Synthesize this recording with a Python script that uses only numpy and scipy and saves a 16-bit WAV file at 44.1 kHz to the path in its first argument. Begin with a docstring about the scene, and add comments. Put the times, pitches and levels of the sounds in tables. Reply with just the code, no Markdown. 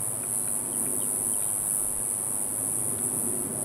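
"""A garden. A cicada buzzes steadily: about a hundred times a second its tymbal buckles, rib after rib,
and each rib rings as a click. Foliage scatters the buzz. Behind it lie far insects, the drone of distant
traffic and a wash of outdoor air, with some soft ticks, a few faint bird notes and light puffs of wind
on the microphone."""
import sys
import numpy as np
from scipy import signal
from scipy.fft import rfft, irfft
from scipy.io import wavfile
from scipy.ndimage import uniform_filter1d

SR = 44100
rng = np.random.default_rng(int(sys.argv[2]) if len(sys.argv) > 2 else 0)


def unload_wav(signal):
    """Save mono or channel-first audio to the path in sys.argv[1] as 16-bit WAV at rate SR, clipped to [-1, 1]."""
    wavfile.write(
        sys.argv[1],
        SR,
        np.round(np.clip(np.atleast_2d(signal).T, -1, 1) * 32767).astype(np.int16),
    )


N = 160524
TIME, FREQ = np.arange(N) / SR, np.fft.rfftfreq(N, 1 / SR)


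def amp(db):
    """Decibels to gain."""
    return 10 ** (np.asarray(db) / 20)


def unit(x):
    """Scale to rms 1."""
    return x / np.sqrt(np.mean(x ** 2) + 1e-20)


def level(points):
    """Gain over time from (t/s, level/dB) points."""
    return amp(np.interp(TIME, *np.transpose(points)))


def colour(points, hz):
    """Gain over frequency from (f/Hz, level/dB) points."""
    points_hz, db = np.transpose(points)
    return amp(np.interp(np.log(hz + 1), np.log(points_hz), db))


def band(hz, width_hz):
    """Noise in one steep-sided resonance, rms 1; at 0 Hz, a random drift."""
    rolloff = (1 + ((FREQ - hz) / width_hz * 2) ** 2) ** 1.238
    return unit(irfft(rfft(rng.standard_normal(N)) / rolloff, N))


def bands(table):
    """Sum of noise resonances from (f/Hz, width/Hz, level/dB) rows."""
    return sum(amp(db) * band(hz, width_hz) for hz, width_hz, db in table)


# ribs in buckling order: delay/ms, level/dB, f/Hz, decay time/ms, timing scatter/ms
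TYMBAL_RIBS = [(0, 1, 10390, .135, .002), (1.157, -2.8, 9630, .2, .005), (2.122, -1.2, 10500, .155, .013),
               (3.368, -5.7, 9700, .167, .025), (3.949, -11, 9390, .146, .028), (5.0, -9, 10610, .13, .026)]


def tymbal():
    """Each stroke buckles the ribs in a quick run of ringing clicks."""
    stroke_hz, rate_wander, spacing_drift = 102.17, .004, .002
    limp_ms, jitter_ms = .043, .022  # limp: strokes alternate late and early
    scatter_db, drift_db = .32, -.4
    cycles = np.cumsum(stroke_hz * (1 + rate_wander * band(0, 19.46))) / SR
    count = np.arange(int(cycles[-1]))
    jitter, force, *rib_jitters = rng.standard_normal((N // 400, 2 + len(TYMBAL_RIBS)))[:len(count)].T
    stroke_s = np.interp(count + .5, cycles, TIME) + (limp_ms * (-1.) ** count + jitter_ms * jitter) / 1000
    spacing = 1 + spacing_drift * np.interp(stroke_s, TIME, band(0, 4.6))
    clicks = np.zeros(N + SR)
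    for (delay_ms, db, hz, decay_ms, scatter_ms), rib_jitter in zip(TYMBAL_RIBS, rib_jitters):
        start_s = stroke_s + (delay_ms * spacing + scatter_ms * rib_jitter) / 1000
        strength = amp(db + scatter_db * force + drift_db * np.interp(stroke_s, TIME, band(0, 6.6)))
        index = np.ceil(start_s * SR).astype(int)[:, None] + np.arange(SR // 300)
        t = index / SR - start_s[:, None]
        age = t * 1000 / decay_ms
        envelope = abs(age) ** 1.29 * np.exp(-age)  # rounded onset
        np.add.at(clicks, index, strength[:, None] * envelope * np.sin(2 * np.pi * hz * t))
    return clicks[:N]


# body response: f/Hz, level/dB
BODY_RESPONSE = [(3000, -49), (6000, -12), (7350, -8.5), (7950, 5.5), (8800, -0.5), (9150, 2), (9430, 2),
                 (9760, 1.5), (10020, -2.5), (10400, 0.5), (10630, -3), (10850, -1.5), (11100, 5.5),
                 (11300, -2.5), (11600, -1.5), (12050, 1), (13000, -3), (15500, -6.5)]
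# cicada's effort: t/s, level/dB
BUZZ_EFFORT = [(0.0, -34), (0.02, -30), (0.22, -33), (0.36, -27.5), (0.43, -31), (0.56, -28.5),
               (0.62, -32.5), (0.74, -31.5), (0.78, -27.5), (0.86, -29.5), (1.24, -28.5), (1.29, -27),
               (1.63, -29.5), (1.72, -26), (1.94, -31), (2.14, -28), (2.15, -30), (2.42, -29.5),
               (2.46, -31.5), (2.65, -28.5), (2.93, -29), (2.98, -32.5), (3.05, -26), (3.08, -27.5),
               (3.11, -32), (3.13, -29), (3.43, -30), (3.5, -37.5), (3.52, -32.5), (3.61, -32),
               (3.64, -25.5)]
# top treble relative to the rest of the buzz: t/s, level/dB
TREBLE_LEVEL = [(0, 4), (.1, 2), (.27, -1.5), (.55, 1), (.68, -3), (.85, 3.5), (1.3, 0.5), (1.8, 2.5),
                (2.1, -2.5), (2.55, 1.5), (2.78, -2), (3.04, 0), (3.09, -5), (3.2, 5), (3.3, -2), (3.48, 2),
                (3.56, -4), (3.64, 1)]


def cicada():
    """Rib clicks and membrane fizz, coloured by the body and scattered by leaves."""
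    fizz_db, fizz_smear_s, trim_db, foliage_db = -20.5, .002, -.91, -8.5
    lag_ms_per_khz, lag_from_hz, split_hz = .24, 11000, 11600
    clicks = tymbal()
    motion = np.sqrt(abs(uniform_filter1d(clicks ** 2, round(fizz_smear_s * SR))))
    fizz = amp(fizz_db) * motion * band(hz=13500, width_hz=3700)
    spectrum = rfft(clicks + fizz) * colour(BODY_RESPONSE, FREQ)
    lag_s = lag_ms_per_khz * np.maximum(FREQ - lag_from_hz, 0) / 1e6  # late treble: a tiny upward chirp
    spectrum *= np.exp(-2j * np.pi * np.cumsum(lag_s) * SR / N)
    treble = irfft(spectrum / (1 + (split_hz / (FREQ + 1)) ** 30), N)
    core = irfft(spectrum, N) - treble
    gain = level(BUZZ_EFFORT) * amp(trim_db) / np.std(core)
    direct = gain * (core + treble * level(TREBLE_LEVEL))
    return direct + amp(foliage_db) * foliage(gain * core)  # leaves swallow the top treble


def foliage(sound, t60_s=.23, stir_hz=2.3):
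    """Reflections from stirring leaves: six short tails, crossfading."""
    t, echoes = TIME[:SR // 2], 0
    for k in range(6):
        tail = rng.standard_normal(len(t)) * amp(-60 * t / t60_s) * (t > .003)
        share = np.cos(2 * np.pi * stir_hz * TIME + np.pi * k / 6) / np.sqrt(3)
        echoes += signal.fftconvolve(sound * share, tail / np.linalg.norm(tail))[:N]
    return echoes


# insect chorus: f/Hz, width/Hz, level/dB
CHORUS_BANDS = [(8565, 30, -53), (8712, 80, -55), (8030, 120, -54), (7170, 60, -71), (9440, 240, -47),
                (9990, 200, -49), (10840, 190, -49), (11290, 200, -54)]


def far_insects():
    """A distant chorus, blurred into steady narrow bands."""
    return bands(CHORUS_BANDS)


# engine resonances: f/Hz, width/Hz, relative level/dB
HUM_BANDS = [(115.7, 41, 0), (148.8, 15.4, -5.5)]
DRONE_BANDS = [(242.7, 82, -0.5), (351.6, 55, -5), (396, 38, -9), (488, 120, -14)]
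# engine and tyre envelopes: t/s, level/dB
HUM_ENVELOPE = [(0, -45), (.4, -50.5), (1.1, -51), (1.6, -50), (2.2, -51.5), (2.8, -45), (3.3, -44.5),
                (3.64, -44.5)]
DRONE_ENVELOPE = [(0, -52), (.5, -46), (.76, -41.5), (.85, -37.5), (1.05, -43.5), (1.3, -41), (1.42, -51.5),
                  (2.2, -48), (2.85, -43), (3.3, -37), (3.64, -40)]
TYRE_ENVELOPE = [(0, -55), (2.6, -68), (3.3, -57), (3.64, -43.5)]


def traffic():
    """Distant engines: a low hum, a drone that swells twice, and tyres drawing nearer."""
    hum = unit(bands(HUM_BANDS)) * level(HUM_ENVELOPE)
    drone = unit(bands(DRONE_BANDS)) * level(DRONE_ENVELOPE)
    tyres = band(hz=626, width_hz=330) * level(TYRE_ENVELOPE)
    return hum + drone + tyres


# outdoor background: f/Hz, relative density/dB
AIR_SPECTRUM = [(20, -13), (55, -5), (70, -5), (100, -1.5), (185, 0), (320, -2), (600, 1), (1000, -3),
                (1600, -12), (3000, -19), (5000, -23.5), (15500, -20.5)]


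def air(level_db=-44, patch_db=.74):
    """Broad outdoor wash with gently drifting patches."""
    hz, _, spectra = signal.stft(rng.standard_normal(N), SR, nperseg=2048)
    patches = uniform_filter1d(rng.standard_normal(spectra.shape), size=14, axis=0)
    patches = unit(uniform_filter1d(patches, size=5, axis=1))
    spectra *= colour(AIR_SPECTRUM, hz)[:, None] * amp(patch_db * patches)
    return amp(level_db) * unit(signal.istft(spectra, SR, nperseg=2048)[1][:N])


# soft ticks: t/s, ring level/dB, snap level/dB
TICK_EVENTS = [(.2345, -36, -44), (.475, -37, -42), (.6585, -50, -48), (.862, -33, -44), (1.4212, -38, -42),
               (1.7075, -46, -51), (2.9865, -46, -33)]
# ring modes of every tick: f/Hz, relative level/dB, T60/s
RING_MODES = [(1360, -3, 0.022), (1460, -0.5, .02), (1900, -7, 0.025), (2330, -5, 0.039),
              (2490, -1.5, .022)]


def ticks(snap_t60_s=.016, rise_s=.0015):
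    """Small dry ticks: a noisy snap and a short ring."""
    track, t = np.zeros(N + SR), TIME[:SR // 20]
    onset = 1 - np.exp(-t / rise_s)
    for start_s, ring_db, snap_db in TICK_EVENTS:
        ring = sum(amp(db - 60 * t / t60_s) * np.sin(2 * np.pi * (hz * t + rng.random()))
                   for hz, db, t60_s in RING_MODES)
        snap = band(hz=2200, width_hz=4400)[:len(t)] * amp(-60 * t / snap_t60_s)
        track[round(start_s * SR):][:len(t)] += (amp(ring_db) * ring + amp(snap_db) * snap) * onset
    return track[:N]


def arch(start_s, length_s):
    """Rounded envelope of one note."""
    progress = np.clip((TIME - start_s) / length_s, 0, 1)
    return np.sqrt(abs(np.sin(np.pi * progress)))


# raspy trills: t/s, length/s, level/dB, f/Hz, width/Hz
BIRD_TRILLS = [(.28, .3, -69, 4130, 260), (.99, .055, -65, 3720, 400), (1.37, .15, -67, 3750, 550),
               (1.41, .11, -64, 3100, 500), (1.665, .016, -62, 3650, 500)]
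# falling whistles: t/s, length/s, level/dB, start f/Hz, end f/Hz
BIRD_WHISTLES = [(.7, .075, -62, 3600, 2650), (.99, .065, -57, 3450, 2720), (1.315, .065, -60, 3380, 2700)]


def birds(trill_hz=62, rasp=.0195, flutter_db=7, echo_db=-10):
    """Far birds: pulsing trills and raspy slurred whistles, echoed by foliage."""
    song = np.zeros(N)
    pulses = 1 + 1.9 * np.sin(2 * np.pi * trill_hz * TIME)
    for start_s, length_s, db, hz, width_hz in BIRD_TRILLS:
        song += amp(db) * arch(start_s, length_s) * band(hz, width_hz) * pulses
    for start_s, length_s, db, start_hz, end_hz in BIRD_WHISTLES:
        glide_hz = np.interp(TIME, [start_s, start_s + length_s], [start_hz, end_hz])
        hz = glide_hz * (1 + rasp * band(0, 400))
        envelope = amp(db + flutter_db * band(0, 180)) * arch(start_s, length_s)
        song += envelope * np.sin(2 * np.pi * np.cumsum(hz) / SR)
    return song + amp(echo_db) * foliage(song)


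# wind puffs: centre t/s, 1/e half length/s, level/dB
WIND_PUFFS = [(1.23, .04, -55), (1.63, .035, -46), (1.867, 0.067, -50.5), (1.98, .035, -44)]


def wind():
    """Brief low puffs against the microphone."""
    envelope = sum(amp(db) * np.exp(-((TIME - centre_s) / half_s) ** 2)
                   for centre_s, half_s, db in WIND_PUFFS)
    return band(hz=36, width_hz=70) * envelope


def scene():
    """The near cicada over the garden background, mono."""
    return (cicada() + far_insects() + traffic() + air() + ticks() + birds() + wind())[None]


def record(dry, cutoff_hz=15780):
    """Steep low-pass."""
    lowpass = signal.firwin(767, cutoff_hz, window=("kaiser", 9), fs=SR)
    return signal.oaconvolve(dry, lowpass[None], "same")


dry = scene()
out = record(dry)
unload_wav(out)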